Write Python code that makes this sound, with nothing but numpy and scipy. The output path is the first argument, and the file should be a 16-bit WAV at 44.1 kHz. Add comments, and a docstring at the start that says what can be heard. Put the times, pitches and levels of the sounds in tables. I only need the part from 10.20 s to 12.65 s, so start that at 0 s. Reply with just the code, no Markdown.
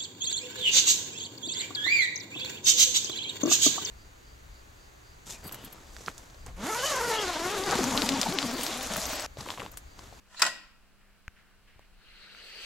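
"""In a quiet room, a hand's width from a cassette deck, its mechanism is heard over a faint hum.
A part slides with rising friction noise, strikes home with a clunk and rattles to rest;
the impacts excite the modes of latch and chassis, and the room reverberates.
Small taps and rubs of handling follow, then an airy whir of friction in resonances swells."""
import sys
import numpy as np
from scipy import signal
from scipy.fft import rfft, irfft, next_fast_len
from scipy.io import wavfile
from scipy.ndimage import uniform_filter1d

SR = 44100
rng = np.random.default_rng(int(sys.argv[2]) if len(sys.argv) > 2 else 0)


def transcribe(signal):
    """Save signal, clipped to [-1, 1], as a 16-bit WAV file at the path in sys.argv[1]."""
    frames = np.atleast_2d(signal).T
    limited = np.clip(frames, -1, 1)
    pcm = np.round(limited * 32767).astype(np.int16)
    wavfile.write(sys.argv[1], SR, pcm)


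N = 108045
t = np.arange(N) / SR

# Gain of the part that differs between left and right (frequency [Hz], gain [dB])
SIDE_GAIN = [(30, -11.5), (110, 7.5), (300, -0.5), (600, -12.5), (1300, -11), (2400, -7), (4400, 1),
             (8000, 0), (15000, 1)]
# Spectrum of the room air (frequency [Hz], relative level [dB])
AIR_SPECTRUM = [(12, -4.5), (28, 3), (55, -10.5), (110, -16.5), (170, -20), (330, -23), (1100, -25),
                (1540, -22), (1950, -27), (2750, -25), (3500, -32.5), (4800, -33.5), (5600, -37),
                (7000, -39), (7900, -36), (8800, -41), (10000, -38), (11000, -41), (15500, -41.5)]
# Response of the deck's body (frequency [Hz], gain [dB])
BODY_RESPONSE = [(40, -36.5), (130, -27), (280, -15.5), (480, -23.5), (620, -2), (830, -9), (1030, 2.5),
                 (1150, -7.5), (1370, 3), (1600, -2), (1930, -1), (2200, -13.5), (2550, -4), (3500, -7.5),
                 (4700, -10), (5600, -10), (7000, -11.5), (7750, -6.5), (8900, -21.5), (10000, -16.5),
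                 (11000, -25), (14700, -27.5), (15800, -36)]
# Resonances of the scrape (frequency [Hz], half bandwidth [Hz], gain [dB])
SCRAPE_BANDS = [(2650, 400, -8), (4160, 450, -1), (6870, 350, -7)]
# Blows of the mechanism (time [s], level [dB], tilt above 1 kHz [dB/octave], left minus right [dB])
IMPACTS = [(0.145, -45, -5.5, 0), (0.1945, -32, 2.5, 1.5), (0.199, -33, 1.5, 0),
           (0.2052, -32.5, -1.5, -2.5), (0.2187, -17.5, 2, 0), (0.2208, -15, 1.5, 0.5),
           (0.2236, -18.5, -1, -2), (0.2293, -18, -4.5, -3), (0.2400, -26.5, 0, -1),
           (0.2506, -21, -2.5, -0.5), (0.2646, -21.5, 0.5, 0), (0.2720, -31, -8.5, 4),
           (0.2812, -31, -1.5, 1)]
# Chassis modes (frequency [Hz], relative level [dB], T60 [s])
CHASSIS_MODES = [(606, -1.5, .17), (1022, 0, 0.22), (1063, -2, .16), (1307, -5, .15), (1337, -2.5, 0.19),
                 (1403, 1, 0.27), (1460, 0, 0.15), (1602, -6.5, .2), (1775, -7.5, 0.11), (1909, -5.5, 0.39),
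                 (1940, -3.5, 0.14), (2487, -14, .26), (2800, -6.5, 0.3815), (5100, -18, .2),
                 (7666, -10.5, .12)]
# Latch modes (frequency [Hz], level [dB], T60 [s])
LATCH_MODES = [(1323, -27, 0.041), (2505, -20.5, 0.041), (3970, -19, 0.02), (4530, -14, 0.023),
               (5034, -12, .036), (7570, -22.5, .025), (9880, -25, .022)]
# Reverberation of the room (band centre [Hz], T60 [s], gain [dB])
ROOM_BANDS = [(125.3, .55, -12), (250, .5, 0), (487.7, .42, -5), (1000, 0.96, -21.5), (2316, 0.58, -7.5),
              (4000, .44, -15), (8000, .32, -17), (14000, 0.37, -14)]
# Rubs and rumble of handling (time [s], duration [s], level [dB], band centre [Hz])
HANDLING_RUBS = [(0.798, .17, -72, 1613), (1.159, 0.045, -63, 1850), (1.208, 0.14, -69, 1520),
                 (1.473, 0.012, -60, 2105), (1.495, 0.16, -67.5, 2060), (1.715, .09, -59.5, 33.1)]
# Taps on the casing
# (time [s], ring level [dB], ring frequency [Hz], ring T60 [s], crack level [dB], thump level [dB])
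CASING_TAPS = [(1.0799, -31, 1537, 0.0094, -34, -26.5), (1.561, -58, 350, .012, -66, -39.5),
               (1.594, -33, 710, 0.0032, -47, -45), (2.1487, -38.5, 1440, 0.013, -48, -61)]
# Spectrum of a tap's crack (frequency [Hz], relative level [dB])
TAP_SPECTRUM = [(300, -0.5), (1200, -2.5), (2800, 6.5), (3600, -13), (5000, -9), (8000, -11.5),
                (12000, -22)]
# Swell of the whir (time [s], level [dB])
WHIR_SWELL = [(1.7, -76), (1.82, -63.5), (1.89, -56), (2.0, -53), (2.13, -52), (2.23, -51.5), (2.33, -49.5),
              (2.45, -46)]
# Resonances of the whir
# (early frequency [Hz], late frequency [Hz], bandwidth [Hz], early gain [dB], late gain [dB])
WHIR_BANDS = [(450, 470, 480, -9, -4.5), (1500, 1400, 570, 1, -4.5), (2050, 1910, 900, -1.5, 0.5),
              (2780, 2790, 980, -0.5, 3.5), (4083, 4150, 890, -0.5, -1.5), (4550, 4570, 650, -14.5, 1),
              (6100, 6210, 330, -20, -7.5), (7750, 7800, 605, -18, -9.5), (9600, 9950, 1500, -24.5, -20),
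              (12000, 12200, 5000, -35.5, -23.5)]

CONTACT_S = 0.00027  # rise time of an impact


def undb(db):
    """Amplitude ratio of a level in decibels."""
    return 10 ** (np.asarray(db) / 20)


def unit(x):
    """Normalisation to an rms of 1."""
    return x / np.sqrt(np.mean(x ** 2))


def convolve(x, response):
    """Convolution with an impulse response, cut to the input's length."""
    n = next_fast_len(x.shape[-1] + response.shape[-1], True)
    return irfft(rfft(x, n) * rfft(response, n), n)[..., :x.shape[-1]]


def place(start, x):
    """Delay of a short sound to its start time."""
    out, i = np.zeros(x.shape[:-1] + (N,)), int(start * SR)
    out[..., i:i + x.shape[-1]] = x[..., :N - i]
    return out


def colour(x, points):
    """Minimum-phase filtering through points of (frequency [Hz], gain [dB])."""
    size = 2 ** 13
    hz, db = np.array(points, float).T
    gain_db = np.interp(np.log(np.fft.rfftfreq(size, 1 / SR) + 1), np.log(hz), db)
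    cepstrum = irfft(np.log(undb(gain_db)))
    cepstrum[1:size // 2] *= 2
    cepstrum[size // 2 + 1:] = 0
    return convolve(x, irfft(np.exp(rfft(cepstrum))))


def band(x, hz, width):
    """Resonance: two equal resonators in cascade pass a steep-sided band."""
    b, a = signal.iirpeak(min(hz, .45 * SR), max(hz / width, .7), fs=SR)
    return signal.lfilter(b, a, signal.lfilter(b, a, x))


def stereo(mid, side):
    """Coherence: left and right are alike in the middle range, unrelated in the treble."""
    return mid + colour(side, SIDE_GAIN) * np.array([[1], [-1]])


def noise(length=N):
    """Partly coherent stereo Gaussian noise."""
    return unit(stereo(*rng.standard_normal((2, length))))


def pan(db):
    """Level difference, left minus right, as two gains."""
    return undb(np.array([[db], [-db]]) / 2)


def fade(start, t60):
    """Exponential decay from a sudden onset."""
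    return (t >= start) * np.exp(-np.log(1000) * np.clip((t - start) / t60, 0, 10))


def ring(start, hz, t60, phase=0):
    """Free vibration of one damped mode."""
    age = t[:int(min(1.5 * t60 * SR, N - start * SR - 1))]
    return place(start, undb(-60 * age / t60) * np.sin(2 * np.pi * hz * age + phase))


def gate(start, end, attack, fall):
    """Envelope with linear attack, hold and exponential release."""
    return np.clip((t - start) / attack, 0, 1) * np.exp(-np.clip((t - end) / fall, 0, 20))


def wander(per_s):
    """Slow random modulation with an rms of 1."""
    step = int(SR / per_s)
    return unit(uniform_filter1d(np.repeat(rng.standard_normal(N // step + 1), step), step)[:N])


def grains(per_s, spread_db):
    """Shot noise: dense tiny contacts of uneven size."""
    hits = (rng.random(N) < per_s / SR) * undb(spread_db * rng.standard_normal(N))
    return stereo(*(hits * rng.choice([-1, 1], (2, N))))


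def background():
    """Ambient noise: broadband room air and rumble lie under the deck's wavering hum."""
    hum_hz = 201
    air = unit(colour(noise(), AIR_SPECTRUM))
    hum = unit(np.sin(2 * np.pi * hum_hz * t) * undb(1.5 * wander(per_s=7.1)))
    return undb(-60.5) * air + undb(-75.5) * hum


def slide():
    """Sliding friction: contact noise grows as the part gathers speed, with a thin scrape on the way."""
    end_s, rise_db_per_s = 0.2135, 191
    scrape_span_s = (.16, .19)
    swell = undb(-41.5 + rise_db_per_s * np.minimum(t - end_s, 0)) * gate(0, end_s, .01, .012)
    scrape = unit(sum(undb(db) * band(grains(4300, spread_db=3), hz, 2 * half_width)
                      for hz, half_width, db in SCRAPE_BANDS))
    dip = undb(-5 * gate(*scrape_span_s, attack=.004, fall=.003))
    friction = unit(colour(grains(5000, spread_db=-0.5), BODY_RESPONSE))
    return swell * dip * friction + undb(-45) * scrape * gate(*scrape_span_s, attack=.015, fall=.008)


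def blows():
    """Impact excitation: each blow is a short crack in the deck's body and an impulse to the chassis."""
    crack_t60_s, ring_db_per_db = 0.04, 1.7
    age = t[:4096]
    envelope = undb(-60 * age / crack_t60_s) * np.clip(age / CONTACT_S, 0, 1)
    hardest_db = max(row[1] for row in IMPACTS)
    cracks, impulses = 0, np.zeros(N)
    for start, db, tilt_db, pan_db in IMPACTS:
        tilted = [(hz, gain + tilt_db * np.log2(max(hz / 1000, 1))) for hz, gain in BODY_RESPONSE]
        crack = unit(colour(noise(len(age)), tilted))
        cracks = cracks + place(start, undb(db) * pan(pan_db) * crack * envelope)
        impulses[int(start * SR)] += undb(ring_db_per_db * (db - hardest_db)) * rng.choice([-1, 1])
    return cracks + chassis(impulses)


def chassis(impulses):
    """Modal superposition: every impulse rings the same set of damped modes."""
    mid, side = [sum(undb(db) * ring(0, hz, t60, 2 * np.pi * rng.random())
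                     for hz, db, t60 in CHASSIS_MODES) for _ in range(2)]
    return undb(-35.5) * convolve(stereo(mid, side), impulses)


def latch():
    """Damped free vibration: the latch rings briefly as it strikes home, a little to the left."""
    strike_s = .2208
    modes = sum(undb(db) * ring(strike_s, hz, t60, rng.random((2, 1))) for hz, db, t60 in LATCH_MODES)
    return modes * pan(db=5.5) * np.clip((t - strike_s) / CONTACT_S, 0, 1)


def rattle():
    """Random impacts: loose parts chatter against the body and settle."""
    chatter = unit(colour(grains(1800, spread_db=2), BODY_RESPONSE))
    return undb(-36) * chatter * gate(start=.226, end=.2805, attack=.0013, fall=.019)


def room(x):
    """Reverberation: a diffuse tail decays at its own rate in each band, fastest in the high treble."""
    age, tail = t[:SR // 2 + SR // 4], 0
    for hz, t60, db in ROOM_BANDS:
        decay = undb(-60 * age / t60) * np.clip(age / .015, 0, 1)
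        tail = tail + undb(db) * band(noise(len(age)), hz, width=hz) * decay / np.linalg.norm(decay)
    return convolve(x, tail)


def rubs(hiss):
    """Friction noise: handling makes soft band-limited rubs and a low rumble."""
    out = 0
    for start, duration, db, hz in HANDLING_RUBS:
        envelope = gate(start, start + duration, attack=.0041, fall=.011)
        out = out + undb(db) * unit(band(hiss, hz, width=.78 * hz)) * envelope
    return out


def taps(hiss):
    """Transient response: a tap on the casing gives two heavily damped modes, a crack and a thump."""
    overtone_ratio = 1.62
    out, crack_noise = 0, unit(colour(hiss, TAP_SPECTRUM))
    for start, db, hz, t60, crack_db, thump_db in CASING_TAPS:
        modes = ring(start, hz, t60) - undb(-4) * ring(start, hz * overtone_ratio, t60 / 2)
        crack = crack_noise * fade(start, t60=.0043)
        thump = ring(start, hz=55.9, t60=.021)
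        out = out - undb(db) * modes - undb(crack_db) * crack - undb(thump_db) * thump
    return out


def whir():
    """Forced resonance: fine friction drives flickering bands that swell, shift and brighten."""
    shift_s, shift_span_s, flicker_db, right_lag_s = 2.19, 0.087, 1.75, .000065
    late_share = (1 + np.tanh((t - shift_s) / shift_span_s)) / 2
    early_friction, late_friction = grains(9000, spread_db=2), grains(9000, spread_db=3)
    early, late = 0, 0
    for early_hz, late_hz, width, early_db, late_db in WHIR_BANDS:
        flicker = undb(flicker_db * wander(per_s=35))
        offset = rng.integers(N)  # decorrelates the bands
        early += undb(early_db) * flicker * band(np.roll(early_friction, offset, axis=1), early_hz, width)
        late += undb(late_db) * flicker * band(np.roll(late_friction, offset, axis=1), late_hz, width)
    left, right = unit(np.sqrt(1 - late_share) * early + np.sqrt(late_share) * late)
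    times, levels = np.array(WHIR_SWELL).T
    swell = undb(np.interp(t, times, levels)) * np.clip(t / times[0], 0, 1)
    # Coming from the left, the sound reaches the right later and weaker.
    return np.array([left, np.roll(right, round(right_lag_s * SR))]) * swell * pan(db=1.5)


def scene():
    """Superposition: the mechanism and its reverberation add to handling, whir and background."""
    mechanism = blows() + latch() + slide() + rattle()
    reverberation = room(mechanism)
    hiss = noise()
    return mechanism + reverberation + rubs(hiss) + taps(hiss) + whir() + background()


def record(dry):
    """Band limiting: a steep elliptic low-pass removes the highest treble."""
    cutoff_hz = 15900
    return signal.sosfilt(signal.ellip(10, .2, 70, cutoff_hz, fs=SR, output="sos"), dry)


dry = scene()
out = record(dry)
transcribe(out)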